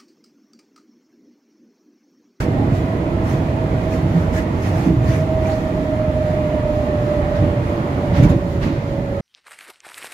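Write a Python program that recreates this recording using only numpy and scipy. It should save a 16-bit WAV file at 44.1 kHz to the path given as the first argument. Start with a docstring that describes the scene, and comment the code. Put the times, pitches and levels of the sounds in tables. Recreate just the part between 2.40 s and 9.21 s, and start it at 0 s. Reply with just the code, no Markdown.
"""Inside a rubber-tyred monorail carriage that slows gently through a curve on its concrete beam.
Tyres excite the floor and wall panels as shaped noise under a wide roar; the drive's gear mesh whines
as a modulated tone, its pitch sinking with the speed. The collector shoes hiss and scrape in noise swells.
The body booms over bumps and rings at joints, its panels drone, guide tyres scuff and squeak,
a loose fitting ticks as decaying modes, and fans and electrics hum in narrow bands."""
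import sys
import numpy as np
from scipy import signal
from scipy.fft import rfft, irfft, next_fast_len
from scipy.io import wavfile
from scipy.ndimage import uniform_filter1d

SR = 44100
rng = np.random.default_rng(int(sys.argv[2]) if len(sys.argv) > 2 else 0)


def int16_out(signal):
    """Quantize to a 16-bit WAV file."""
    q = np.round(np.clip(np.atleast_2d(signal).T, -1, 1) * 32767)
    wavfile.write(sys.argv[1], SR, q.astype(np.int16))


N = 300321
TIME = np.arange(N) / SR
PADDED = next_fast_len(N, True)
BINS = np.fft.rfftfreq(PADDED, 1 / SR)

# gear mesh of the drive, sinking with the speed: (time [s], pitch [Hz])
MESH_HZ = [(0, 651), (.45, 649), (.9, 642), (1.5, 638.5), (2.1, 634), (2.6, 636), (3, 634), (3.5, 620),
           (4, 609.5), (4.6, 597), (5, 588.7), (5.75, 574), (6.3, 564), (6.81, 555.5)]
# the shoes are pressed against the rail and scrape: (time [s], level [dB], length [s])
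SHOE_PRESSES = [(0.005, -50.5, 0.076), (0.361, -58, 0.09), (0.902, -56, 0.14), (1.534, -56.5, 0.08),
                (1.797, -62.5, 0.25), (1.967, -51.5, 0.093), (2.26, -55, 0.14), (2.4, -55, 0.17),
                (2.72, -53.5, 0.18), (3.096, -58.5, 0.24), (5.781, -55.5, 0.085), (5.842, -51, 0.046),
                (5.902, -55.5, 0.05), (6.24, -58.5, 0.091)]
# colour of the scrape: (frequency [Hz], relative power per Hz [dB])
SCRAPE_SPECTRUM = [(500, -47), (1200, 3), (2000, 1.5), (2500, -1.5), (3300, -9.5), (4500, -10.5),
                   (6000, -10), (7300, -12.5), (8200, -19.5), (10000, -17), (12400, -18.5), (14000, -24),
                   (15500, -25)]
PRESS_RISE = 0.41  # share of a press spent building up
SCRAPE_DB = 18  # gain of the scrape over the level of a press


def gain_of(db):
    """Level law: decibels to amplitude ratio."""
    return 10 ** (np.asarray(db) / 20)


def evened(x):
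    """Normalisation: scales to rms 1."""
    return x / np.sqrt(np.mean(abs(x) ** 2) + 1e-20)


def curve(rows):
    """Linear interpolation: a control curve at every sample."""
    return np.interp(TIME, *np.transpose(rows))


def read(points, hz):
    """Logarithmic frequency scale: interpolates a spectrum table at these frequencies."""
    table_hz, value = np.transpose(points)
    return np.interp(np.log(hz + 1), np.log(table_hz + 1), value)


def drift(hz):
    """Low-pass noise: slow chance of rms 1, changing up to about hz times a second."""
    spectrum = rfft(rng.standard_normal(PADDED)) * np.exp(-(BINS / hz) ** 2)
    return evened(irfft(spectrum, PADDED)[:N])


def arches(rows, rise_share):
    """Incoherent addition: rounded swells, building for a share of their length, add in power."""
    each = []
    for s, db, length in rows:
        side_s = length * np.where(TIME < s, rise_share, 1 - rise_share)
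        each.append(gain_of(db) * np.exp(-((TIME - s) / side_s) ** 2))
    return np.linalg.norm(each, axis=0)


def swells(rows):
    """Excitation and decay: each contact builds up along half a bell, then dies away exponentially."""
    total = np.zeros(N)
    for s, db, rise, decay in rows:
        fall = np.where(TIME < s, ((TIME - s) / rise) ** 2, (TIME - s) / decay)
        total += gain_of(db) * np.exp(-fall)
    return total


def ports(hz):
    """Level difference between two microphone ports: left and right gains that keep the total power."""
    # (frequency [Hz], left minus right [dB])
    balance_db = [(40, -6.5), (110, -1), (300, -5), (620, -4), (780, -5.5), (1000, -3.5), (1500, -4),
                  (1850, -0.5), (3000, -3.5), (4200, 1.5), (5500, -1.5), (7100, 6), (8600, -5.5),
                  (12500, -2.5), (15000, 0.5)]
    tilt = gain_of(read(balance_db, hz) / 2)
    pair = np.array([tilt, 1 / tilt])
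    return pair / np.sqrt((pair ** 2).mean(0))


def cabin_noise(spectrum):
    """Spatial coherence: noise alike at both ports in the bass, nearly unrelated in the upper treble."""
    # the two ports: (frequency [Hz], correlation [-1 to 1])
    coherence = [(40, 1), (90, 0.98), (160, 1), (320, 1), (400, 0.69), (650, 0.84), (800, 0.44),
                 (950, 0.11), (1100, -0.45), (1550, -0.3), (1900, 0.081), (2500, -0.087), (4000, 0.0061)]
    left, other = rfft(rng.standard_normal((2, PADDED)))
    same = np.clip(read(coherence, BINS), -1, 1)
    pair = np.array([left, same * left + np.sqrt(1 - same ** 2) * other])
    # the spectrum keeps falling beyond its first and last points
    skirts = (np.minimum(BINS / spectrum[0][0], 1) / np.maximum(BINS / spectrum[-1][0], 1)) ** 2
    colour = gain_of(read(spectrum, BINS)) * skirts
    return evened(irfft(pair * ports(BINS) * colour, PADDED)[:, :N])


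def rippled(x, ripple_db=1.1, size=130):
    """Spectral ripple: a fixed, random fine colour of peaks and dips, unlike at each port."""
    ripple = evened(uniform_filter1d(rng.standard_normal((2, len(BINS))), size, 1))
    return irfft(rfft(x, PADDED) * evened(gain_of(ripple_db * ripple)), PADDED)[:, :N]


def mottle(x, depth_db, size, count):
    """Time-frequency modulation: short random patches of the spectrum swell and fade."""
    z = signal.stft(x, nperseg=size)[2]
    patches = rng.standard_normal(z.shape[1:])
    patches = uniform_filter1d(uniform_filter1d(patches, count, 0), count, 1)
    z = z * gain_of(depth_db * evened(patches))
    return evened(signal.istft(z, nperseg=size)[1][:, :N])


def rolling(level_db, shared_part, speed_power):
    """Speed law: the gain follows a power of the speed and a part of the shared rolling level."""
    # shared level of the rolling sound, dipping after the loud bumps: (time [s], level [dB])
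    shared_db = [(0, 0.5), (2.46, 0.5), (2.53, -2.5), (2.7, 0.5), (2.93, -0.5), (3.1, -0.5), (3.5, -0.5),
                 (5.1, 1), (5.9, 1), (6.02, -3.5), (6.4, -4), (6.81, -4)]
    speed = curve(MESH_HZ) / MESH_HZ[0][1]  # relative to the start
    return gain_of(level_db + shared_part * curve(shared_db)) * speed ** speed_power


def tyres():
    """Structure-borne sound: rolling shakes the floor, booms in the panels and roars through the body."""
    # level of the floor's rumble: (time [s], relative level [dB])
    floor_db = [(0, 0), (1.3, -1.5), (2.2, -.5), (3.1, 0.5), (3.7, -1.5), (4.4, 0.5), (5.4, -1.5), (6.3, 2),
                (6.81, -1.5)]
    # level of the panels' boom, strongest where the curve is tightest: (time [s], relative level [dB])
    wall_db = [(0, 0.47), (1.15, -0.35), (1.6, 1.2), (2.3, 0.6), (3, -1.4), (3.7, -1.7), (4.5, -0.18),
               (5.4, -0.8), (6.81, 0.31)]
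    # floor shaken by the tyres: (frequency [Hz], relative power per Hz [dB])
    floor_spectrum = [(12, -39), (22, -29), (34, -5), (45, -7), (60, -0.5), (96, 1), (135, 0.5),
                      (180, -8.5), (260, -17), (500, -75)]
    # the car heaves over uneven stretches: (time [s], level [dB], length [s])
    heave_events = [(1.95, -27.5, 0.21), (2.67, -27.5, 0.98), (5.06, -18.5, 0.23), (5.87, -14, 0.25)]
    # the deeper rumble of a heave: (frequency [Hz], relative power per Hz [dB])
    heave_spectrum = [(22, -26), (34, -7), (48, 1), (70, 4.5), (100, -2.5), (135, -1), (180, -2),
                      (260, -19.5)]
    # wall panels booming: (frequency [Hz], relative power per Hz [dB])
    panel_spectrum = [(100, -11.5), (175, -0.5), (215, -5.5), (250, -2.5), (283, -3.5), (305, -4),
                      (328, -1), (370, -9), (435, -12.5), (480, -9), (535, -15), (570, -11), (635, -9.5),
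                      (675, -21.5), (800, -40.5), (1400, -78)]
    # rolling roar: (frequency [Hz], relative power per Hz [dB])
    roar_spectrum = [(400, -6), (720, 0), (900, -2.5), (1100, -4.5), (1350, -8.5), (1550, -13),
                     (1900, -10.5), (2400, -16), (2900, -20), (4200, -29.5), (5500, -41.5), (7200, -42),
                     (9000, -41), (15000, -65)]

    floor = cabin_noise(floor_spectrum) * gain_of(curve(floor_db))
    floor = floor * rolling(level_db=-20.5, shared_part=0.26, speed_power=1.75)
    heave = cabin_noise(heave_spectrum) * arches(heave_events, rise_share=0.76)
    panels = cabin_noise(panel_spectrum) * gain_of(curve(wall_db))
    panels = panels * rolling(level_db=-23.0, shared_part=0.49, speed_power=0.9)
    roar = mottle(cabin_noise(roar_spectrum), depth_db=1.55, size=2048, count=6)
    roar = roar * rolling(level_db=-31.0, shared_part=0.96, speed_power=-.2)
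    return floor + heave + panels + roar


def whine(flutter=0.08, loose_db=-47, wobble=0.3, housing_db=-14, housing_hz=634):
    """Modulation and resonance: wheels warble the mesh tone, shafts add sidebands, the housing rings."""
    # load on the drive, greatest as it brakes: (time [s], whine level [dB])
    load_db = [(0, -35), (.7, -33), (.86, -30.5), (1.05, -33), (1.25, -29.5), (1.9, -30), (2.15, -38),
               (2.68, -30.5), (2.8, -25), (3.02, -22.5), (3.35, -25), (3.65, -21.5), (4.6, -21), (5, -24),
               (5.5, -28), (5.95, -28), (6.3, -34.5), (6.5, -28.5), (6.81, -28)]
    # the whine dips briefly: (time [s], depth [share of its level])
    dips = [(1.72, 0.95), (2.77, 0.89), (2.865, 0.98), (3.21, .7), (3.33, 0.92), (3.445, 0.57),
            (3.575, 0.5), (3.735, .8), (4.09, 0.31), (4.215, 0.56), (4.345, 0.26), (4.455, 0.67),
            (4.66, 0.48), (4.835, 0.55), (5.11, .7), (5.25, 1), (5.42, 0.95), (5.56, 0.88), (5.88, 1),
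            (6, 0.58)]
    dip_s = 0.016  # half-length of a dip
    # out-of-round wheels: (turning rate [share of mesh pitch], phase swing [rad])
    wheel_warble = [(.009, .5), (.0137, .25)]
    # shafts that make the whine beat: (turning rate [share of mesh pitch])
    rotor_shares = [.0406, .0554, .0666]
    # their sidebands before the housing's lift: (level [dB])
    rotor_db = [-18.5, -23, -21]
    # response of the gear housing: (frequency [Hz], gain [dB])
    housing_response = [(570, -8), (610, 4.5), (632, 4.5), (645, 14), (665, -9)]

    hz = curve(MESH_HZ)
    turns = np.cumsum(hz) / SR  # cycles of the mesh tone
    load = gain_of(curve(load_db) + .7 * drift(hz=7))  # the whine's level wavers at random
    unsteady = flutter + .5 * gain_of(loose_db) / load  # a light load leaves the tone less steady
    for s, depth in dips:
        load = load * (1 - depth * np.exp(-((TIME - s) / dip_s) ** 2))
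    waver = 1 + unsteady * (drift(hz=17) + 1j * drift(hz=20))
    waver = waver / np.sqrt(1 + 2 * unsteady ** 2)

    warble = np.zeros(N)
    for share, swing in wheel_warble:
        wheel_angle = 2 * np.pi * (share * turns + rng.random()) + wobble * drift(hz=3.1)
        warble += swing * np.sin(wheel_angle)

    beats = np.ones(N, complex)
    for share, db in zip(rotor_shares, rotor_db):
        angle = 2 * np.pi * (share * turns + rng.random()) + wobble * drift(hz=2.8)
        for side in (-1, 1):  # lower and upper sideband
            lift_db = read(housing_response, hz * (1 + side * share)) - read(housing_response, hz)
            beats += gain_of(db + lift_db) * np.exp(1j * side * angle)

    mesh = evened((waver * beats * np.exp(1j * (2 * np.pi * turns + warble))).real)
    ringing = drift(hz=12.0) + 1j * drift(hz=7.7)
    housing = evened((np.exp(2j * np.pi * housing_hz * TIME) * ringing).real)
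    return ports(np.array([housing_hz])) * load * (mesh + gain_of(housing_db) * housing)


def shoes():
    """Sliding friction: light contact hisses smoothly; pressed harder, the shoes add a mottled scrape."""
    # shoes sliding on the rail: (frequency [Hz], relative power per Hz [dB])
    hiss_spectrum = [(500, -43), (1200, 2.5), (2000, -1.5), (2500, -11.5), (3300, -6), (4500, -8.5),
                     (6000, -12.5), (7300, -12.5), (8200, -23), (10000, -19), (12400, -19), (14000, -24.5),
                     (15500, -26)]
    light = rolling(level_db=-46.0, shared_part=0.28, speed_power=-.2) * gain_of(1.13 * drift(hz=5.4))
    hiss = light * cabin_noise(hiss_spectrum)
    scrape = mottle(cabin_noise(SCRAPE_SPECTRUM), depth_db=2.5, size=512, count=5)
    return hiss + gain_of(SCRAPE_DB) * arches(SHOE_PRESSES, PRESS_RISE) * scrape


def crackle(count=320, level_db=-3, spread_db=2.5, decay_s=0.0038, low_hz=1500, high_hz=14000):
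    """Granular impacts: grit under a pressed shoe snaps in tiny rings, more and louder under pressure."""
    press = arches(SHOE_PRESSES, PRESS_RISE)
    t, out = TIME[:SR // 40], np.zeros((2, N + SR))
    envelope = t / decay_s * np.exp(1 - 2 * t / decay_s)
    # the chance of a grain follows the pressure
    starts = np.searchsorted(np.cumsum(press) / press.sum(), rng.random(count))
    for start, (pitch, size, side) in zip(starts, rng.random((count, 3))):
        hz = low_hz * (high_hz / low_hz) ** pitch
        size_db = -spread_db * np.log(max(size, 1 / 20))
        db = SCRAPE_DB + level_db + read(SCRAPE_SPECTRUM, hz) + size_db
        grain = gain_of(db) * press[start] * envelope * np.sin(2 * np.pi * hz * t)
        out[:, start:start + len(t)] += 2 * np.sqrt([[side], [1 - side]]) * grain
    return out[:, :N]


def body_booms():
    """Forced vibration: bumps in the beam make the whole body boom as low noise."""
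    # bumps in the beam: (time [s], level [dB], rise [s], decay [s])
    bumps = [(.24, -24, 0.091, 0.061), (2.492, -12.5, 0.037, 0.029), (5.06, -22.5, 0.07, 0.063),
             (5.83, -15.5, 0.046, 0.03), (5.918, -17.5, 0.016, 0.045), (6.28, -20, 0.035, 0.054)]
    # the body's boom: (frequency [Hz], relative power per Hz [dB])
    boom_spectrum = [(40, -25), (65, -24), (110, -22), (145, 4), (180, 4), (215, -3), (250, 3.5), (325, 3),
                     (365, -9), (480, -10.5), (800, -73)]
    return cabin_noise(boom_spectrum) * swells(bumps)


def jolts(attack_s=0.0018, scatter_db=2):
    """Modal excitation: a tyre drops over a joint and knocks the body's modes in a varying mix."""
    # sharp jolts at joints in the beam: (time [s], level [dB], brightness [dB per octave])
    joints = [(0.079, -20.5, 7), (0.321, -21, -5), (0.937, -18, -1.5), (1.008, -21.5, -5),
              (1.329, -19.5, 2.5), (1.938, -25, 6), (2.48, -32, 2), (2.685, -25.5, -9), (5.798, -15.5, 1),
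              (5.83, -18, -1), (5.85, -20, 3), (5.899, -25, 0), (5.915, -19, 0), (5.941, -22, 6),
              (5.959, -23, -7)]
    # modes of the body: (frequency [Hz], level [dB], t60 [s])
    body_modes = [(71, -13.5, 0.089), (116, 7.5, 0.11), (146, 6, 0.1), (187, -4, 0.1), (250, -4, 0.12),
                  (291, 6, 0.085), (331, 0.5, 0.072), (485, -3, 0.056)]
    t, out = TIME[:SR // 4], np.zeros((2, N))
    hz, mode_db, t60 = np.transpose(body_modes)
    for s, db, tilt in joints:
        tilt_db = tilt * np.log2(hz / hz.mean())
        sizes = gain_of(db + mode_db + tilt_db + scatter_db * rng.standard_normal(len(hz)))
        tones = np.sin(2 * np.pi * (hz[:, None] * t + rng.random((len(hz), 1))))
        rings = gain_of(-60 * t / t60[:, None]) * tones
        start = round(s * SR)
        out[:, start:start + len(t)] += (ports(hz) * sizes) @ rings * (1 - np.exp(-t / attack_s))
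    return out


def drones():
    """Panel resonance: single panels swell and fade at their own pitch and time."""
    # (time [s], pitch [Hz], level [dB], half-length [s])
    panel_tones = [(0.22, 281, -18.5, 0.028), (1.771, 167.6, -13, 0.024), (2.504, 322, -17, 0.053),
                   (2.492, 160.4, -14.5, 0.026), (2.61, 119, -18, 0.064), (2.792, 152, -20, 0.051),
                   (3.356, 284.5, -26.5, 0.26), (5.01, 101, -15, .03), (5.103, 87, -21.5, 0.054),
                   (5.835, 180, -18.5, 0.028)]
    out = np.zeros((2, N))
    for s, hz, db, half in panel_tones:
        tone = evened(np.sin(2 * np.pi * (hz * TIME + rng.random())))
        out += ports(np.array([hz])) * tone * gain_of(db) * np.exp(-((TIME - s) / half) ** 2)
    return out


def guide_tyre_scuffs():
    """Friction noise: the guide tyres scuff the beam in swells of mottled noise."""
    # (time [s], level [dB], rise [s], decay [s])
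    scuff_events = [(1.975, -44, .02, .04), (2.265, -36, 0.028, .04), (2.72, -48, 0.034, .04),
                    (3.11, -38, 0.098, 0.045), (4.97, -35, 0.03, 0.04), (5.765, -29, 0.028, 0.071),
                    (5.838, -38, 0.0089, 0.026), (5.904, -39, 0.011, .035), (6.237, -31, 0.02, 0.018),
                    (6.28, -35, .05, 0.19)]
    # colour of a scuff: (frequency [Hz], relative power per Hz [dB])
    scuff_spectrum = [(500, -11), (950, 3), (1500, -1.5), (2300, -4.5), (3200, -10.5), (4400, -14),
                      (6500, -22), (9000, -45)]
    scuff = mottle(cabin_noise(scuff_spectrum), depth_db=0.5, size=256, count=5)
    return scuff * swells(scuff_events)


def squeaks():
    """Stick-slip: a sliding contact sticks and slips for a moment at a fuzzy pitch that may glide."""
    # brief squeaks of tyres and shoes in the curve: (time [s], pitch [Hz], level [dB],
    # half-length [s], width [share of the pitch], glide [octaves per s])
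    squeak_events = [(0.2, 796, -30.5, 0.05, 0.05, 1), (1.19, 895, -31.5, 0.04, 0.035, 2),
                     (1.974, 1680, -37, 0.025, .03, 1), (1.987, 1984, -37.5, 0.04, .03, -1.5),
                     (2.705, 1930, -38, 0.016, .04, 3), (2.74, 2000, -38, .01, 0.052, 2.5),
                     (2.758, 1993, -40, 0.019, .05, 0), (2.758, 2450, -43, 0.02, 0.036, 0.5),
                     (3.056, 2370, -37, 0.012, .03, -0.5), (3.075, 6500, -48.5, 0.011, .04, -0.5),
                     (3.093, 792, -31, 0.055, 0.025, 0.5), (3.118, 4160, -44, .028, 0.18, 9.5),
                     (5.842, 2330, -36, .016, 0.03, 0.5)]
    out, slip = np.zeros((2, N)), rfft(rng.standard_normal((2, SR)))
    for s, hz, db, half, spread, glide in squeak_events:
        start = max(round((s - 3 * half) * SR), 0)
        t = TIME[start:round((s + 3 * half) * SR)] - s
        # low-pass noise on a carrier widens the tone to a band
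        fuzz = irfft(slip * np.exp(-(np.arange(slip.shape[1]) / (hz * spread)) ** 2), SR)
        fuzz = np.roll(fuzz, -start, 1)[:, :len(t)]
        shape = np.exp(-(t / half) ** 2)
        tone = fuzz * np.sin(2 * np.pi * np.cumsum(hz * 2 ** (glide * t)) / SR)
        squeak = evened(tone * shape) * np.sqrt(np.mean(shape ** 2))
        out[:, start:start + len(t)] += ports(np.array([hz])) * gain_of(db) * squeak
    return out


def ticks(crack_s=.0012, tail_db=-13, tail_s=.009, ring_db=-9, left_db=-6):
    """Impulse response: a bright crack, a brief metal ring and a scatter off near walls, to the right."""
    # ticks of a loose fitting: (time [s], level [dB])
    tick_events = [(2.641, -43.5), (5.805, -47), (5.833, -35), (5.8988, -38), (5.904, -49)]
    # modes of the fitting: (frequency [Hz], relative level [dB], t60 [s])
    fitting_modes = [(3620, 7, 0.06), (7100, 3.5, 0.075), (11200, -12.5, .03), (14400, -3, .05)]
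    t, out = TIME[:SR // 8], np.zeros((2, N))
    ring = sum(gain_of(db - 60 * t / t60) * np.sin(2 * np.pi * hz * t) for hz, db, t60 in fitting_modes)
    shape = np.exp(-t / crack_s) + gain_of(tail_db) * np.exp(-t / tail_s)
    for s, db in tick_events:
        start = round(s * SR)
        bright = np.diff(rng.standard_normal((2, len(t) + 1))) / 2  # differencing favours the treble
        out[:, start:start + len(t)] += gain_of(db) * (shape * bright + gain_of(ring_db) * ring)
    return out * np.array([[gain_of(left_db)], [1]])


def hums(depth=0.89):
    """Narrow-band noise: tones of the fans and electrics waver in level and phase."""
    # (pitch [Hz])
    hum_hz = [96, 283, 389, 2088, 2462]
    # for each pitch: (level [dB], width [Hz])
    hum_levels = [(-34.5, 4.8), (-40.5, 8.6), (-39.5, 8.5), (-58.5, 2.4), (-59.5, 4.9)]
    out = np.zeros((2, N))
    for hz, (db, width) in zip(hum_hz, hum_levels):
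        waver = 1 + depth * (drift(width) + 1j * drift(width))
        tone = evened((waver * np.exp(2j * np.pi * hz * TIME)).real)
        out += ports(np.array([hz])) * gain_of(db) * tone
    return out


def scene():
    """Superposition: the sum of everything heard beside the window."""
    running = tyres() + whine() + rippled(shoes()) + crackle()
    impacts = body_booms() + jolts() + drones()
    return running + impacts + guide_tyre_scuffs() + squeaks() + ticks() + hums()


def record(dry):
    """Band limiting and soft saturation: thins the lowest bass, rounds high peaks, fades both ends."""
    dry = signal.sosfilt(signal.butter(2, 20, "high", fs=SR, output="sos"), dry)
    knee, headroom = .7, .25  # amplitudes: where rounding starts, and the most that is added above it
    clean = np.clip(dry, -knee, knee)
    dry = clean + headroom * np.tanh((dry - clean) / headroom)
    dry = dry * signal.windows.tukey(N, 400 / N)  # 200 samples of fade at each end
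    band_limit = signal.firwin(1023, 15740, window=("kaiser", 9), fs=SR)  # steep edge, Hz
    return signal.oaconvolve(dry, band_limit[None], "same")


dry = scene()
out = record(dry)
int16_out(out)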